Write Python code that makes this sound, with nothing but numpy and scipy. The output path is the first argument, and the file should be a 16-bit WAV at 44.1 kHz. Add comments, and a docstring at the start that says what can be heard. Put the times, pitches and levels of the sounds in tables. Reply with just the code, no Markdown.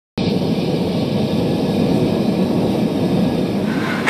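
"""After a short silence a gas furnace starts abruptly in a metal workshop: turbulent flame booms in the
fire box, the gas jet hisses through the burner tube and finer hiss lies above it, all as shaped noise.
The microphone swings away, tilting the tone; from 1.2 to 3.7 s a faint fuzzy edge tone is stronger.
Near the end a hot rivet is dragged over a steel tray, as random slips ringing the tray's modes, a broad
rasp and a drifting squeal, then it knocks the tray in a few short bursts."""
import sys
import numpy as np
from scipy import signal
from scipy.io import wavfile
from scipy.ndimage import uniform_filter1d

SR = 44100
rng = np.random.default_rng(int(sys.argv[2]) if len(sys.argv) > 2 else 0)


def wav_record(signal):
    """Record a signal, one row per channel, as 16-bit PCM in the file named by sys.argv[1]."""
    frames = np.transpose(np.atleast_2d(signal))
    bounded = np.clip(frames, -1, 1)
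    # unit amplitude maps onto the largest positive 16-bit level
    quanta = np.round(bounded * 32767).astype(np.int16)
    wavfile.write(sys.argv[1], SR, quanta)


N = 180413

# Flame level, also followed in part by the fine hiss. Each row: time in seconds, level before the tilts in dB.
FLAME_LEVEL = [(.18, -18), (.4, -19), (.95, -18), (1.07, -19.5), (1.36, -17), (1.74, -17.5), (1.81, -15.5),
               (2.06, -15.5), (2.22, -17), (2.7, -15.5), (2.87, -17.5), (3.12, -15.5), (3.38, -17),
               (3.5, -18), (4.05, -20.5)]


def gain_of(db):
    """Amplitude factor of a level in dB."""
    return 10 ** (np.asarray(db) / 20)


def evened(x):
    """Scales to unit RMS."""
    return x / np.sqrt(np.mean(x ** 2) + 1e-20)


def curve(rows, column):
    """One column of a table, interpolated over the times in column 0 at every sample."""
    rows = np.array(rows)
    return np.interp(np.arange(N) / SR, rows[:, 0], rows[:, column])


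def step(middle_s, fade_s):
    """Rises smoothly from 0 to 1 around middle_s."""
    return 0.5 + 0.5 * np.tanh((np.arange(N) / SR - middle_s) / fade_s)


def wander(lump_s):
    """Smooth unit-RMS noise with lumps about lump_s long."""
    size = round(lump_s * SR)
    smooth = uniform_filter1d(rng.standard_normal(N), size=size)
    return evened(uniform_filter1d(smooth, size=size))


def shelf(x, edge_hz, side, db):
    """Lifts or lowers one side of edge_hz, or the band between two edges, by a level curve."""
    sos = signal.butter(8, edge_hz, side, fs=SR, output="sos")
    part = signal.sosfiltfilt(sos, x)
    return x + (gain_of(db) - 1) * part


def turbulence(spectrum, modes=(), size=1024, patchy_db=1.5, flicker_db=1.0, drift=0.0, slide=((0, 1),)):
    """Noise from random short-time spectra, lifted at drifting resonances, with patches and a shared flicker."""
    frames = 4 * N // size + 5
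    hz = np.fft.rfftfreq(size, 1 / SR)
    real, imag, patches = rng.standard_normal((frames, len(hz), 3)).T
    patches = uniform_filter1d(patches, size=8, axis=0)
    patches = evened(uniform_filter1d(patches, size=8, axis=1))
    flicker = evened(uniform_filter1d(rng.standard_normal(frames), size=3))
    point_hz, point_db = np.transpose(spectrum)
    colour_db = np.interp(np.log(hz + 1), np.log(point_hz + 1), point_db, -120, -120)
    # each resonance: common slide plus its own slow drift, as shares of its pitch
    slow = uniform_filter1d(rng.standard_normal((frames, len(modes) + 1)), size=SR // size, axis=0)
    frame_s = (np.arange(frames) - 2) * size / 4 / SR
    bends = np.interp(frame_s, *np.transpose(slide)) + drift * evened(slow).T
    lifts_db = 0
    for (centre_hz, width_hz, lift_db), bend in zip(modes, bends):
        offset = 2 * (hz[:, None] - centre_hz * bend) / width_hz
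        lifts_db = lifts_db + lift_db / (1 + offset ** 2)
    level_db = lifts_db + patchy_db * patches + flicker_db * flicker
    spectra = (real + 1j * imag) * gain_of(colour_db[:, None] + level_db)
    return evened(signal.istft(spectra, nperseg=size, noverlap=3 * size // 4)[1][:N])


def sung(hz, width_hz):
    """A rough tone: slow complex noise, its swings partly evened, shifted up to a pitch curve."""
    r = np.exp(-np.pi * width_hz / SR)
    noise = rng.standard_normal((N, 2)) @ [1, 1j]
    slow = signal.lfilter([1], np.convolve([1, -r], [1, -r]), noise)
    carrier = np.exp(2j * np.pi * np.cumsum(hz) / SR)
    return evened((slow / np.sqrt(abs(slow)) * carrier).real)


def flame():
    """Lumpy burning excites the air modes of the fire box."""
    # Flame colour. Each row: frequency in Hz, relative level in dB per Hz.
    flame_colour = [(20, -46), (37, -60), (50, -28), (72, -36), (95, -12), (140, -5.5), (200, -1),
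                    (300, -3), (400, -9.5), (500, -9.5), (600, -14.5), (900, -24), (1330, -35.5),
                    (1700, -37.5), (2200, -36), (2900, -46)]
    # Fire box air modes. Each row: centre in Hz, width in Hz, lift in dB.
    box_modes = [(56.3, 34, 15), (101, 37, 5), (164, 35, 3), (192, 38, 4.5), (242.4, 30, 3.5),
                 (361.3, 25, 5.5), (446.6, 36, 6), (488, 27, 6.5), (556, 20, 4), (633, 43, 8.5),
                 (703, 13.5, 5), (779, 71, 7.5), (939, 72, 7.5), (1114.5, 35, 9)]
    levelling_s, levelling_share = 0.06, 0.25
    flutter_db, flutter_s = 0.47, 0.014  # random lumps in the burning
    t = np.arange(N) / SR
    roar = turbulence(flame_colour, box_modes, size=4096, patchy_db=0.36, flicker_db=0.06, drift=0.011)
    # mild levelling: slow swings of the roar partly evened out
    power = uniform_filter1d(roar ** 2, size=round(levelling_s * SR))
    roar = evened(roar / power ** (levelling_share / 2))
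    # rumble and furnace mouth: lift in dB at 0 s, then dB per s as the microphone turns
    roar = shelf(roar, 190, "low", 2.5 - 1.16 * t)
    roar = shelf(roar, [387, 590], "band", 2 - 1.21 * t)
    return gain_of(curve(FLAME_LEVEL, column=1) + flutter_db * wander(flutter_s)) * roar


def gas_jet():
    """Jet turbulence makes hiss, coloured by the burner tube and duller off its axis."""
    # Jet colour. Each row: frequency in Hz, relative level in dB per Hz.
    jet_colour = [(710, -37), (1200, -1), (1510, -15), (2130, -6), (2200, -7), (2300, 0.5), (2400, 0.5),
                  (2800, 1.5), (3710, -0.5), (5690, -9), (7000, -89), (9100, -81), (15400, -120)]
    # Burner tube resonances. Each row: centre in Hz before the slide, width in Hz, lift in dB.
    tube_modes = [(2310, 80, 4), (2473, 154, 7.5), (2650, 67, 2), (3180, 120, 4.5), (3580, 145, 5),
                  (3793, 230, 7.5), (4540, 250, 4.5), (5050, 340, 5.5)]
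    # Tube resonances slide as the microphone moves. Each row: time in seconds, pitch factor.
    tube_slide = [(.2, 0.96), (.55, 0.97), (.9, 0.95), (1.4, 1), (1.8, .99), (2.6, 1.02), (3.2, 0.99),
                  (3.6, 1.01), (4., 1.1)]
    # Jet level. Each row: time in seconds, level before the low shelf in dB.
    jet_level = [(.19, -31), (.25, -32), (.32, -31.5), (.36, -35), (.47, -35), (.56, -36.5), (.65, -34),
                 (.8, -36), (.9, -37), (.97, -33), (1.08, -35), (1.3, -34.5), (1.5, -36), (1.9, -36),
                 (2.2, -37), (2.55, -37.5), (2.8, -36.5), (2.92, -38.5), (3.25, -37), (3.5, -37.5),
                 (3.7, -38.5), (4., -38.5)]
    surge_db, surge_s = 0.5, 0.032
    t = np.arange(N) / SR
    jet = turbulence(jet_colour, tube_modes, size=1024, patchy_db=1.46, flicker_db=0.5, drift=0.016,
                     slide=tube_slide)
    # brighter until about 0.32 s
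    early = 1 - step(0.32, fade_s=0.03)
    jet = shelf(jet, 3850, "high", 1.5 * early)
    # as the microphone turns the treble falls and the low end, under the tube resonances, grows
    jet = shelf(jet, 3990, "high", 5 - 0.7 * t)
    jet = shelf(evened(jet), 2120, "low", -3.5 + 3.5 * t)
    return gain_of(curve(jet_level, column=1) + surge_db * wander(surge_s)) * jet


def fine_hiss():
    """Finer turbulence above the jet partly follows the flame level and swells in brief puffs."""
    # Hiss colour. Each row: frequency in Hz, relative level in dB per Hz.
    hiss_colour = [(3530, 0), (6000, 6), (6560, -8), (6880, -6), (7220, -1.5), (7800, -5.5), (8210, 4),
                   (9730, 0), (13200, 1), (14000, -9), (14500, -20)]
    # Faint bands. Each row: centre in Hz, width in Hz, lift in dB.
    hiss_bands = [(7450, 220, 7), (8260, 200, 5.5), (9150, 60, 5)]
    # Brief swells. Each row: middle in seconds, Gaussian length in seconds, lift in dB.
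    puffs = [(1.352, .05, 2), (1.573, 0.032, 2), (1.742, .04, 3), (1.963, 0.027, 3.5), (2.744, 0.059, 2)]
    hiss_db, flame_ref_db, follow_share = -48, -17, 0.58  # hiss level when the flame is at flame_ref_db
    t = np.arange(N) / SR
    hiss = turbulence(hiss_colour, hiss_bands, size=512, patchy_db=0.6, flicker_db=0.6)
    puffs_db = sum(db * np.exp(-((t - middle_s) / length_s) ** 2) for middle_s, length_s, db in puffs)
    flame_db = curve(FLAME_LEVEL, column=1) - flame_ref_db
    return gain_of(hiss_db + follow_share * flame_db + puffs_db) * hiss


def whistle():
    """Burner edge tone: a fuzzy band wavering in pitch and level, 5 dB fainter outside 1.24 to 3.7 s."""
    on = step(1.24, fade_s=0.13) - step(3.7, fade_s=0.13)
    level_db = -50 - 5 * (1 - on) + 2.5 * wander(0.04)
    pitch_hz = 1680 + 14.9 * wander(0.0985)
    return gain_of(level_db) * sung(pitch_hz, width_hz=56)


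def rivet_slips():
    """Dense random slips of uneven strength and either sign, at unit RMS."""
    slips_per_s = 7000
    strength_db = 4.6 * np.minimum(rng.exponential(1, N), 4)
    slips = gain_of(strength_db) * (rng.random(N) < slips_per_s / SR)
    return evened(slips * rng.choice([-1.0, 1.0], N))


def squeal():
    """The rub sings in a drifting band with a second, wider band above it."""
    # Each row: time in seconds, lower band pitch in Hz, its level in dB, upper band relative to it in dB.
    sing_path = [(3.64, 1559, -62, -20), (3.675, 1540, -39, -14), (3.73, 1505, -33, -12),
                 (3.76, 1500, -38, -8), (3.8, 1550, -35, -8), (3.83, 1600, -39, -2), (3.86, 1590, -33, -7),
                 (3.88, 1500, -35, -3), (3.92, 1457, -26.5, -4), (3.945, 1460, -31, -6),
                 (3.96, 1452, -26, -9), (3.985, 1520, -36, -7), (4.02, 1480, -41, -7),
                 (4.05, 1480, -60, -5)]
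    width_hz, upper_ratio = 80, 1.44
    hz = curve(sing_path, column=1)
    lower = sung(hz, width_hz)
    upper = gain_of(curve(sing_path, column=3)) * sung(upper_ratio * hz, 2 * width_hz)
    return gain_of(curve(sing_path, column=2)) * (lower + upper)


def rivet_knocks():
    """Blows of the landing rivet: it chatters for a few cycles while in contact."""
    # Each row: start in seconds, blow level in dB, chatter frequency in Hz.
    knocks = [(4.066, -20, 2300), (4.0712, -14.5, 1830), (4.0795, -7.5, 1910), (4.077, -2.5, 410),
              (4.0848, 7, 7900), (4.083, -8, 2700), (4.0885, -14, 1700), (4.076, -1, 7100)]
    chatter_cycles = 3.5
    blows = np.zeros(N)
    for start_s, db, hz in knocks:
        cycles = np.arange(0, chatter_cycles, hz / SR)
        window = np.sin(np.pi * cycles / chatter_cycles) ** 2
        blow = gain_of(db) * window * np.sin(2 * np.pi * cycles)
        part = blows[round(start_s * SR):][:len(blow)]
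        part += blow[:len(part)]
    return blows


def tray_ring():
    """Impulse response of the steel sheet: decaying modes of alternating sign, at unit energy."""
    # Each row: frequency in Hz, relative level in dB, 60 dB decay time in seconds.
    tray_modes = [(468, -15.5, 0.08), (840, 2, 0.055), (1043, 5.5, 0.22), (1310, -1, 0.09),
                  (1510, -14, 0.3), (1590, -2, 0.074), (1713, 4, 0.11), (2010, 3, 0.069),
                  (1851, 2.5, 0.086), (2160, -4.5, 0.16), (2204, 2.5, 0.1), (2350, 0, 0.067),
                  (2600, 2, 0.12), (2794, -0.5, 0.11), (3200, -2, .07), (3650, -1, 0.087),
                  (4080, -4, 0.087), (4800, -6, 0.06), (6820, -16, 0.047), (6600, -31, 0.045),
                  (8320, -15, 0.064), (11100, -42, .04)]
    t = np.arange(SR // 4) / SR
    ring = np.zeros(len(t))
    for k, (hz, db, t60_s) in enumerate(tray_modes):
        ring += (-1) ** k * gain_of(db - 60 * t / t60_s) * np.sin(2 * np.pi * hz * t)
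    return ring / np.linalg.norm(ring)


def rivet_on_tray():
    """Slips and blows ring the same sheet; rasping scale, squeal and the bare contact sound beside it."""
    # Rub strength. Each row: time in seconds, level in dB before the slip and grit offsets.
    rub_level = [(3.3, -75), (3.52, -51), (3.65, -42), (3.69, -35), (3.74, -33), (3.77, -35), (3.84, -30),
                 (3.9, -28), (3.96, -31.5), (4.0, -30), (4.03, -32.5), (4.062, -29), (4.075, -23.5),
                 (4.09, -20.5)]
    # Broad rasp of scale under the rivet. Each row: frequency in Hz, relative level in dB per Hz.
    grit_colour = [(410, -44), (700, -4), (866, 1.5), (1160, -8.5), (1470, 1), (1700, -5.5), (2140, -5.5),
                   (2610, -14), (3750, -10.5), (4820, -23), (14000, -34.5)]
    slip_offset_db, grit_offset_db, direct_db = -4.0, 1.5, -20
    stroke = gain_of(curve(rub_level, column=1))
    blows = rivet_knocks()
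    force = gain_of(slip_offset_db) * stroke * rivet_slips() + blows
    rung = signal.oaconvolve(force, tray_ring())[:N]
    rasp = turbulence(grit_colour, size=256, patchy_db=0.5, flicker_db=0.1)
    grit = gain_of(grit_offset_db) * stroke * rasp
    return rung + grit + squeal() + gain_of(direct_db) * blows


def scene():
    """Sum of furnace and rivet sounds, one channel."""
    furnace = flame() + gas_jet() + fine_hiss() + whistle()
    return (furnace + rivet_on_tray())[None]


def record(dry):
    """Silence until the sound is switched on; duller above 9.3 kHz until about 0.29 s; then the band limit."""
    start_s, rise_s = 0.1767, 0.000057
    band_limit_hz = 14150
    on = np.clip((np.arange(N) / SR - start_s) / rise_s, 0, 1)
    treble_db = -12 * (1 - step(0.29, fade_s=0.013))
    out = shelf(dry[0], 9300, "high", treble_db) * on
    lowpass = signal.firwin(511, band_limit_hz, window=("kaiser", 9), fs=SR)
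    return signal.oaconvolve(out, lowpass, "same")[None]


dry = scene()
out = record(dry)
wav_record(out)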